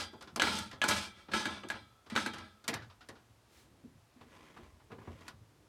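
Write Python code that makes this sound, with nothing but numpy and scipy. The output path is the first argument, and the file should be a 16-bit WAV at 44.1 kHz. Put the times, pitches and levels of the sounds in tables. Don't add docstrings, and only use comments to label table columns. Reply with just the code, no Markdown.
import sys
import numpy as np
from scipy import signal
from scipy.fft import rfft, irfft, next_fast_len
from scipy.io import wavfile
from scipy.ndimage import map_coordinates

SR = 44100
rng = np.random.default_rng(int(sys.argv[2]) if len(sys.argv) > 2 else 0)


def unload_audio(sound):
    columns = np.transpose(np.atleast_2d(sound))
    steps = np.round(np.clip(columns, -1, 1) * 32767)
    wavfile.write(sys.argv[1], SR, steps.astype(np.int16))


N = 250488
TIME = np.arange(N) / SR
AGE = TIME[:SR]


def amp(db):
    return np.exp(np.asarray(db) * np.log(10) / 20)


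def unit(x):
    return x / np.sqrt(np.mean(x ** 2) + 1e-20)


def along(points, hz):
    freqs, values = np.transpose(points)
    return np.interp(np.log(hz + 1), np.log(freqs), values)


def filtered(x, gain):
    padded = next_fast_len(len(x) + SR // 2)
    hz = np.fft.rfftfreq(padded, 1 / SR)
    return irfft(rfft(x, padded) * gain(hz), padded)[:len(x)]


def noise(spectrum, size=SR):
    padded = next_fast_len(size)
    gain = amp(along(spectrum, np.fft.rfftfreq(padded, 1 / SR)))
    return unit(irfft(rfft(rng.standard_normal(padded)) * gain, padded)[:size])


def resonance(hz, width_hz, size=SR):
    return unit(filtered(rng.standard_normal(size), lambda f: 1 / (1 + ((f - hz) / width_hz) ** 2)))


def fade(t60):
    return np.exp(-np.log(1000) * AGE / max(t60, 1e-3))


def tone(hz, width_hz, size=SR):
    knots = np.linspace(0, 1, 256)
    drift = np.cumsum(rng.standard_normal(len(knots))) * np.sqrt(2 * np.pi * width_hz * knots[1])
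    phase = np.interp(AGE[:size], knots, 2 * np.pi * (hz * knots + rng.random()) + drift)
    return np.sqrt(2) * np.sin(phase.astype(np.float32))


def ring(notes, scatter_db, width_hz):
    out = np.zeros(SR)
    for hz, db, t60 in notes:
        size = int(np.clip(t60, 0.01, 1) * SR)
        pitch = hz + 0.008 * min(hz, 1000) * rng.normal()
        strength = amp(db + scatter_db * rng.normal())
        out[:size] += strength * fade(t60)[:size] * tone(pitch, width_hz, size)
    return out


def wobble(rate):
    return map_coordinates(rng.standard_normal(int(TIME[-1] * rate) + 4), [TIME * rate])


def add(track, t, sound):
    start = round(t * SR)
    part = sound[max(-start, 0):N - start]
    track[max(start, 0):][:len(part)] += part


# f/Hz, level/dB
AIR_COLOUR = [(20, -18.5), (40, 2.5), (62, 3), (120, -13.5), (250, -17.5), (550, -9.5), (1100, -11),
              (2100, -16.5), (5000, -20.5), (11800, -27), (17000, -38)]
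# f/Hz, level/dB
RUMBLE_COLOUR = [(22, -33), (40, -20.5), (65, 2.5), (110, 0.5), (220, -4), (330, -3), (500, -10.5),
                 (1200, -40.5), (5000, -78)]
def background():
    sway_db = 2.8 * wobble(3.2)
    return amp(-69) * noise(AIR_COLOUR, N) + amp(-70 + sway_db) * noise(RUMBLE_COLOUR, N)


# f/Hz, t60/s
ECHO_TIMES = [(80, 0.63), (300, 0.16), (1500, 0.16), (5000, 0.021), (14000, 0.15)]
def kitchen_echo(sound):
    hz, t, hiss = signal.stft(rng.standard_normal(SR // 2), SR, nperseg=256)
    decay = np.exp(-np.log(1000) * t / along(ECHO_TIMES, hz)[:, None])
    tail = signal.istft(hiss * decay, SR, nperseg=256)[1]
    tail *= 1 - fade(0.033)[:len(tail)]
    return signal.fftconvolve(sound, tail / np.linalg.norm(tail))[:N]


# f/Hz, level/dB
BRUSH_COLOUR = [(200, -1), (1000, 4), (4000, 3.5), (9000, -2), (13000, -8), (17000, -14)]
def hand_brush():
    return amp(-65.5) * noise(BRUSH_COLOUR, N) * np.exp(-((TIME - 3.58) / 0.075) ** 2)


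# t/s, level/dB
SWING = [(4.1, -75), (4.28, -64.5), (4.335, -58), (4.422, -58), (4.504, -59.5), (4.644, -60), (4.73, -71),
         (4.914, -77), (5.066, -58), (5.156, -60), (5.288, -58.5), (5.366, -84.5), (5.5, -89)]
# f/Hz, width/Hz, level/dB
HINGE_NOTES = [(1020, 190, 0), (1420, 130, -2), (2240, 460, -1), (3200, 330, -3)]
# f/Hz, level/dB
SCRAPE_COLOUR = [(40, -27), (150, 0), (330, 4), (480, -1.5), (620, 1), (760, -9.5), (1040, 1), (1400, -11),
                 (2000, -4.5), (3200, -13.5), (6400, -18.5), (11000, -28.5), (16000, -38)]
def door_scrape():
    rub_db = np.interp(TIME, *np.transpose(SWING), left=-120, right=-120)
    grit = amp(2.5 * wobble(350) + 1.1 * wobble(30))
    hinge = sum(amp(db + 1.5 * wobble(42)) * resonance(hz, width, N) for hz, width, db in HINGE_NOTES)
    hinge_db = rub_db.max() - 8.5 + 2.2 * (rub_db - rub_db.max())
    rubbing = amp(rub_db - 3.5) * unit(noise(SCRAPE_COLOUR, N) * grit)
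    return rubbing + amp(hinge_db) * unit(grit * hinge)


# t/s, level/dB, rise/s, treble edge/Hz, thud/dB
BUMPS = [(4.209, -45, 0.0046, 3240, -3), (4.563, -41.5, 0.008, 2650, -5), (4.646, -54, .003, 3000, -8),
         (4.797, -52, 0.0055, 2170, -16), (4.9, -43.5, 0.011, 1500, 0), (4.916, -41, 0.0031, 2620, 1.5),
         (4.982, -45.5, 0.0045, 1870, 0.5), (5.014, -46, 0.0047, 1500, -1), (5.073, -41, 0.0037, 1280, 3.5)]
# f/Hz, level/dB
DOOR_COLOUR = [(150, -12), (400, -14), (700, -2.5), (1080, 0.5), (1500, -5), (2100, -8), (3500, -9.5),
               (9000, -15)]
# f/Hz, level/dB
THUD_COLOUR = [(40, -10), (130, 6), (240, -1.5), (410, 2), (600, -10.5), (1500, -52)]
def door_bumps():
    out = np.zeros(N)
    for t, db, rise, edge_hz, thud_db in BUMPS:
        muffled = filtered(noise(DOOR_COLOUR), lambda hz: 1 / np.sqrt(1 + (hz / edge_hz) ** 4))
        clack = unit(muffled) * fade(0.13)
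        thud = amp(thud_db) * noise(THUD_COLOUR) * fade(0.25)
        add(out, t, amp(db - 7.5) * (clack + thud) * np.clip(AGE / rise, 0, 1))
    return out


def boom(db, hz):
    colour = [(hz / 6, -30), (hz / 2, -8), (hz, 0), (hz, -5), (hz * 2.16, -21), (hz * 15, -70)]
    wood = amp(-5) * tone(hz, width_hz=8.4) + amp(-7) * noise(colour)
    return amp(db) * wood * fade(0.15) * (1 - fade(0.018))


# t/s, level/dB, f/Hz
KNOCKS = [(0.33, -43.5, 155), (0.421, -33, 307), (0.537, -35, 217), (0.609, -44, 92), (0.736, -43.5, 98),
          (0.896, -40.5, 204), (1.457, -33, 319), (1.574, -48.5, 105), (1.643, -41.5, 353),
          (2.121, -33.5, 218), (2.162, -46, 310), (2.87, -46, 97.5), (3.297, -55.5, 124), (3.838, -42, 272),
          (3.867, -45.5, 127), (3.951, -51, 107), (4.16, -54, 254), (4.251, -53, 263), (4.588, -48, 350),
          (4.625, -48.5, 58.7), (4.725, -49.5, 80), (4.92, -56, 284), (5.079, -48, 237), (5.085, -41.5, 88),
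          (5.34, -44.5, 110.5), (5.411, -50, 104)]
def cabinet_knocks():
    out = np.zeros(N)
    for t, db, hz in KNOCKS:
        add(out, t, boom(db, hz))
    return out


# f/Hz, level/dB
CLICK_COLOUR = [(200, -29), (700, -4.5), (1200, -2), (2200, -4.5), (3500, -4), (5000, -6), (8000, -22.5),
                (16000, -59.5)]
# f/Hz, level/dB
KNOCK_COLOUR = [(30, -43), (100, 2), (290, 8.5), (600, 0.5), (900, 1), (1500, -7), (4000, -78)]
# f/Hz, level/dB
SNAP_COLOUR = [(1000, -60.5), (3500, -2), (5500, 0.5), (6800, 1), (8000, 0.5), (12000, -7.5), (17000, -31)]
def click(db, knock_db, snap_db):
    t60 = 0.097 * 2 ** (-snap_db / 27)
    rise = 0.00065 * 2 ** (-db / 10.5)
    pitch_ratio = 2 ** ((db + 42) / 34)
    hz = 1339 * pitch_ratio
    tilt = 0.28 * min(snap_db + 20.5, 0)
    colour = [(f * pitch_ratio ** 0.053, level + tilt * np.log2(f / hz)) for f, level in CLICK_COLOUR]
    note = tone(hz * np.exp(0.2 * rng.normal()), width_hz=590)
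    body = (amp(-13) * noise(colour) + amp(-16) * note) * fade(t60)
    knock = amp(knock_db - 6.5) * noise(KNOCK_COLOUR) * fade(0.24) * (1 - fade(0.015))
    snap = amp(snap_db - 11) * noise(SNAP_COLOUR) * (fade(0.38 * t60) + 0.64 * fade(0.017))
    return amp(db) * (body + knock + snap) * (1 - fade(rise))


# t/s, level/dB, knock/dB, snap/dB
CLICKS = [(0.13, -47, 4.5, -10), (0.209, -38, -6.5, -10), (0.223, -37, -14, -6.5), (0.273, -40.5, -7, -19),
          (0.36, -25, -6, -0.5), (0.5874, -32, -28, 4), (0.712, -35.5, -16, -12), (0.7284, -38, -4, -17),
          (0.882, -26, -26, 0), (1.284, -41, -1.5, -38), (1.562, -38, -7, -29), (1.6861, -38, -23, 1),
          (1.7227, -37.5, -5.5, -33), (2.062, -45, -4.5, -14), (2.099, -35.5, -23, -8),
          (2.334, -33, -9.5, -12.5), (2.342, -42, -20.5, 0), (2.3826, -36, -9.5, -9),
          (2.6405, -40.5, -10.5, -6.5), (2.6789, -20.5, -31, -1.5), (2.6853, -22, -8.5, -3),
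          (2.7306, -27.5, -10, -33), (2.7396, -28, -15, 0), (2.765, -39.5, -7, -39),
          (2.82, -42.5, -16, -21), (2.8971, -45.5, -26, -26), (3.007, -43, -15, -25),
          (3.0873, -35.5, -6, -4.5), (3.1524, -47, -10, -29), (4.915, -67, -14, 0), (5.207, -47, -8, -8),
          (5.2803, -33, -19, -4)]
def clicks(boom_lag_s=0.018, boom_hz=104.4):
    out = np.zeros(N)
    for t, db, knock_db, snap_db in CLICKS:
        boom_db = db + knock_db - 15.5 - 0.37 * snap_db
        add(out, t, click(db, knock_db, snap_db))
        add(out, t + boom_lag_s, boom(boom_db, boom_hz * np.exp(0.2 * rng.normal())))
    return out


# f/Hz, level/dB
WIRE_COLOUR = [(1500, -14.5), (3600, 0.5), (4900, 0), (6200, -8), (7000, -20), (8300, -9.5), (11000, -21)]
def wire_notes(count=110):
    hz = np.linspace(1500, 11000, count)[:, None] + rng.normal(0, 40.3, (count, 1))
    t60 = 0.32 * (hz / 3500) ** -0.35
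    ringing = np.exp((2j * np.pi * hz - np.log(1000) / t60) * AGE[:SR // 2])
    return (amp(along(WIRE_COLOUR, hz)) * ringing).astype(np.complex64)


def twang(wires):
    share = rng.standard_normal(len(wires)) + 1j * rng.standard_normal(len(wires))
    mix = (share.astype(np.complex64) @ wires).real / np.sqrt(len(wires))
    return np.pad(mix, (0, SR - len(mix)))


# t/s, level/dB, rise/s, settling/s, brightness/dB, note/Hz, note/dB
RATTLES = [(-.03, -32.5, 0.0017, 0.12, 13.5, 4780, -9), (.428, -32, 0.0078, 0.31, 6, 1350, -4),
           (.455, -38.5, 0.084, 0.22, 18, 1324, -2.5), (0.826, -39.5, 0.0056, 0.23, 12.5, 1320, -7),
           (.88, -30.5, 0.0056, 0.1, 8.5, 1340, -21), (.9, -34.5, 0.0027, 0.16, 16, 1318, -4.5),
           (.935, -36, 0.026, 0.2, 14.5, 2330, -5), (1.1, -57.5, 0.077, 0.13, 5, 1313, -17),
           (1.308, -33, 0.019, .05, -3, 1300, -5), (1.33, -33, 0.0065, .26, 8, 1670, -6),
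           (1.369, -46, 0.066, 0.15, -8, 1336, 19), (1.47, -44.5, 0.028, 0.21, 3, 3500, -6),
           (1.733, -48, 0.008, 0.1, -19, 1660, -13.5), (2.095, -46.5, 0.011, 0.39, 1, 1280, -13),
           (2.165, -39, 0.007, 0.21, 10.5, 3800, -6), (2.335, -46.5, 0.02, 0.23, -13, 1616, -5)]
# f/Hz, level/dB, t60/s
PANEL_NOTES = [(210.8, -4.5, 0.27), (329.8, -6, .36), (580.7, -1.5, 0.22), (830, -5, 0.3), (894.6, 0, .2),
               (1022, -2.5, 0.15), (1300, -7.5, 0.31), (1312, -25.5, 2.7), (1306, 4.5, 0.12),
               (1444, -9.5, .25), (1590, -10.5, .5), (1652, -1, 0.152), (2004, -8, 0.33),
               (2304, -3.5, 0.32), (2470, -11.5, 0.25), (2780, -16, 0.27), (3203, -9.5, 0.47),
               (3421, -15.5, 0.8), (3670, -15.5, 0.58), (4010, -16, 0.53), (4330, -12, 0.26),
               (4760, -16.5, 0.48), (5170, -22, .38), (6250, -22, 0.34)]
# f/Hz, level/dB
CHATTER_COLOUR = [(60, -43), (200, -23), (450, 2), (800, -2.5), (1350, 4), (1900, -1.5), (3200, 0),
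                  (4500, -11), (7000, -23), (16000, -45)]
# f/Hz, level/dB
JINGLE_COLOUR = [(1500, -4), (3500, 5), (5500, 2), (7000, -3), (8300, -3), (12000, -16), (17000, -38.5)]
# f/Hz, level/dB
CABINET_COLOUR = [(30, -43), (60, -6), (92, 6.5), (150, -16), (210, 10.5), (275, -25.5), (335, -7),
                  (600, -30), (3000, -60.5)]
def shelf_rattles(wires, taps_per_s=900, points=4):
    out = np.zeros(N)
    for t, db, rise, settling, bright_db, note_hz, note_db in RATTLES:
        bounce = np.clip(AGE / rise, 0, 1) * np.clip(1 - (AGE - rise) / settling, 0, 1) ** 2.55
        panels = amp(-8.5 - 0.15 * bright_db) * ring(PANEL_NOTES, scatter_db=3.5, width_hz=32.6)
        cabinet_db = -11 - 0.13 * bright_db
        for _ in range(points):
            touches = rng.random(SR) < taps_per_s / points / SR
            taps = touches * np.exp(0.51 * rng.standard_normal(SR))
            contact = (noise(CHATTER_COLOUR) + amp(bright_db - 9.5) * noise(JINGLE_COLOUR)) * fade(0.12)
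            cabinet = amp(cabinet_db) * noise(CABINET_COLOUR) * fade(0.45)
            note = amp(note_db - 2.5) * tone(note_hz, width_hz=36) * fade(0.37)
            one_tap = contact + panels + note + amp(-2) * twang(wires) + cabinet
            buzz = signal.fftconvolve(unit(taps) * bounce, one_tap / np.linalg.norm(one_tap))
            add(out, t, amp(db) * buzz / np.sqrt(points))
    return out


# f/Hz, level/dB
CLACK_COLOUR = [(200, -32), (700, 0), (1500, -2.5), (2200, 0), (3300, -6), (4200, -2), (4800, -12.5),
                (8000, -21.5), (16000, -67.5)]
# f/Hz, level/dB, t60/s
CLANG_NOTES = [(575, -4, 0.03), (798, -6.5, 0.032), (1400, -9.5, 0.09), (1680, -1, 0.054),
               (2284, -6, 0.048), (2977, 0, 0.015), (2960, -16, 0.033), (3975, -21.5, 0.16),
               (6300, -15, 0.078), (7710, -18.5, 0.1265)]
def steel_blow(wires, db, knock_db, snap_db, ping_hz, ping_db, ring_db, edge_hz, edge_db):
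    clack = amp(-15.5) * noise(CLACK_COLOUR) * (0.95 * fade(0.12) + 0.99 * fade(0.015))
    edge = amp(edge_db) * resonance(edge_hz, width_hz=400) * fade(0.029)
    ping = amp(ping_db) * tone(ping_hz, width_hz=12) * fade(0.041)
    clang = amp(-17) * ring(CLANG_NOTES, scatter_db=-3.5, width_hz=20)
    knock = amp(knock_db - 9) * noise(KNOCK_COLOUR) * fade(0.11) * (1 - fade(0.0098))
    snap = amp(snap_db - 4.5) * noise(SNAP_COLOUR) * (fade(0.064) + 0.44 * fade(0.0097))
    tail = amp(-24) * ring(PANEL_NOTES, scatter_db=0, width_hz=22) + amp(-48.5) * twang(wires)
    attack = 1 - fade(0.0015)
    return amp(db) * (clack + edge + ping + clang + knock + snap + amp(ring_db) * tail) * attack


# t/s, level/dB, knock/dB, snap/dB, ping/Hz, ping/dB, ring/dB, edge/Hz, edge/dB
BLOWS = [(0.397, -16.5, -23, -21, 1624, -8.5, -8.5, 3250, -3),
         (0.4193, -12.5, -11.5, -18, 1507, -11.5, -7.5, 4080, -13.5),
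         (0.4699, -24.5, -4, -22, 920, -4.5, -16, 2270, -8),
         (0.8166, -17.5, -31, -23, 1697, -7.5, -6.5, 3030, -6),
         (0.8392, -21, -3, -13.5, 1490, -4.5, 4, 3300, -17),
         (0.8867, -25.5, 3, 2, 1390, -15, 9.5, 2890, -9), (0.9118, -27, -1, -10, 1306, -3, 1.5, 2000, -5),
         (1.336, -22.5, -18, -22, 1615, -7, 6, 2700, -10),
         (1.455, -22, -16, -18, 1570, -11.5, -0.5, 3300, -26),
         (1.6346, -42.5, 9.5, -30, 1210, -17, 7, 2750, -3.5),
         (1.701, -25, -15, -15, 1623, -5.5, -2, 2160, -9), (2.153, -31.5, -6, -13, 1180, -8, 5, 3360, -24),
         (2.162, -16, -12, -22, 1490, -9, -2.5, 3530, -13.5),
         (2.1761, -26, -11, -19, 1320, 2.5, -4, 1900, -6),
         (2.2616, -23.5, -3, -16.5, 1580, -4.5, -1, 3750, -10.5)]
def steel_blows(wires, rebound_s=0.016):
    out = np.zeros(N)
    for t, db, knock_db, snap_db, *ringing in BLOWS:
        add(out, t, steel_blow(wires, db, knock_db, snap_db, *ringing))
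        add(out, t + rebound_s, steel_blow(wires, db - 12, knock_db, snap_db - 15, *ringing))
    return out


def scene():
    wires = wire_notes()
    metal = steel_blows(wires) + clicks() + shelf_rattles(wires)
    oven = metal + cabinet_knocks() + door_bumps() + hand_brush() + door_scrape()
    return (oven + amp(-10) * kitchen_echo(oven) + background())[None]


def record(dry, low_cut_hz=50, top_hz=17000):
    bass = lambda hz: hz ** 3 / np.sqrt(hz ** 6 + low_cut_hz ** 6)
    return filtered(dry[0], lambda hz: bass(hz) * (hz < top_hz))[None]


dry = scene()
out = record(dry)
unload_audio(out)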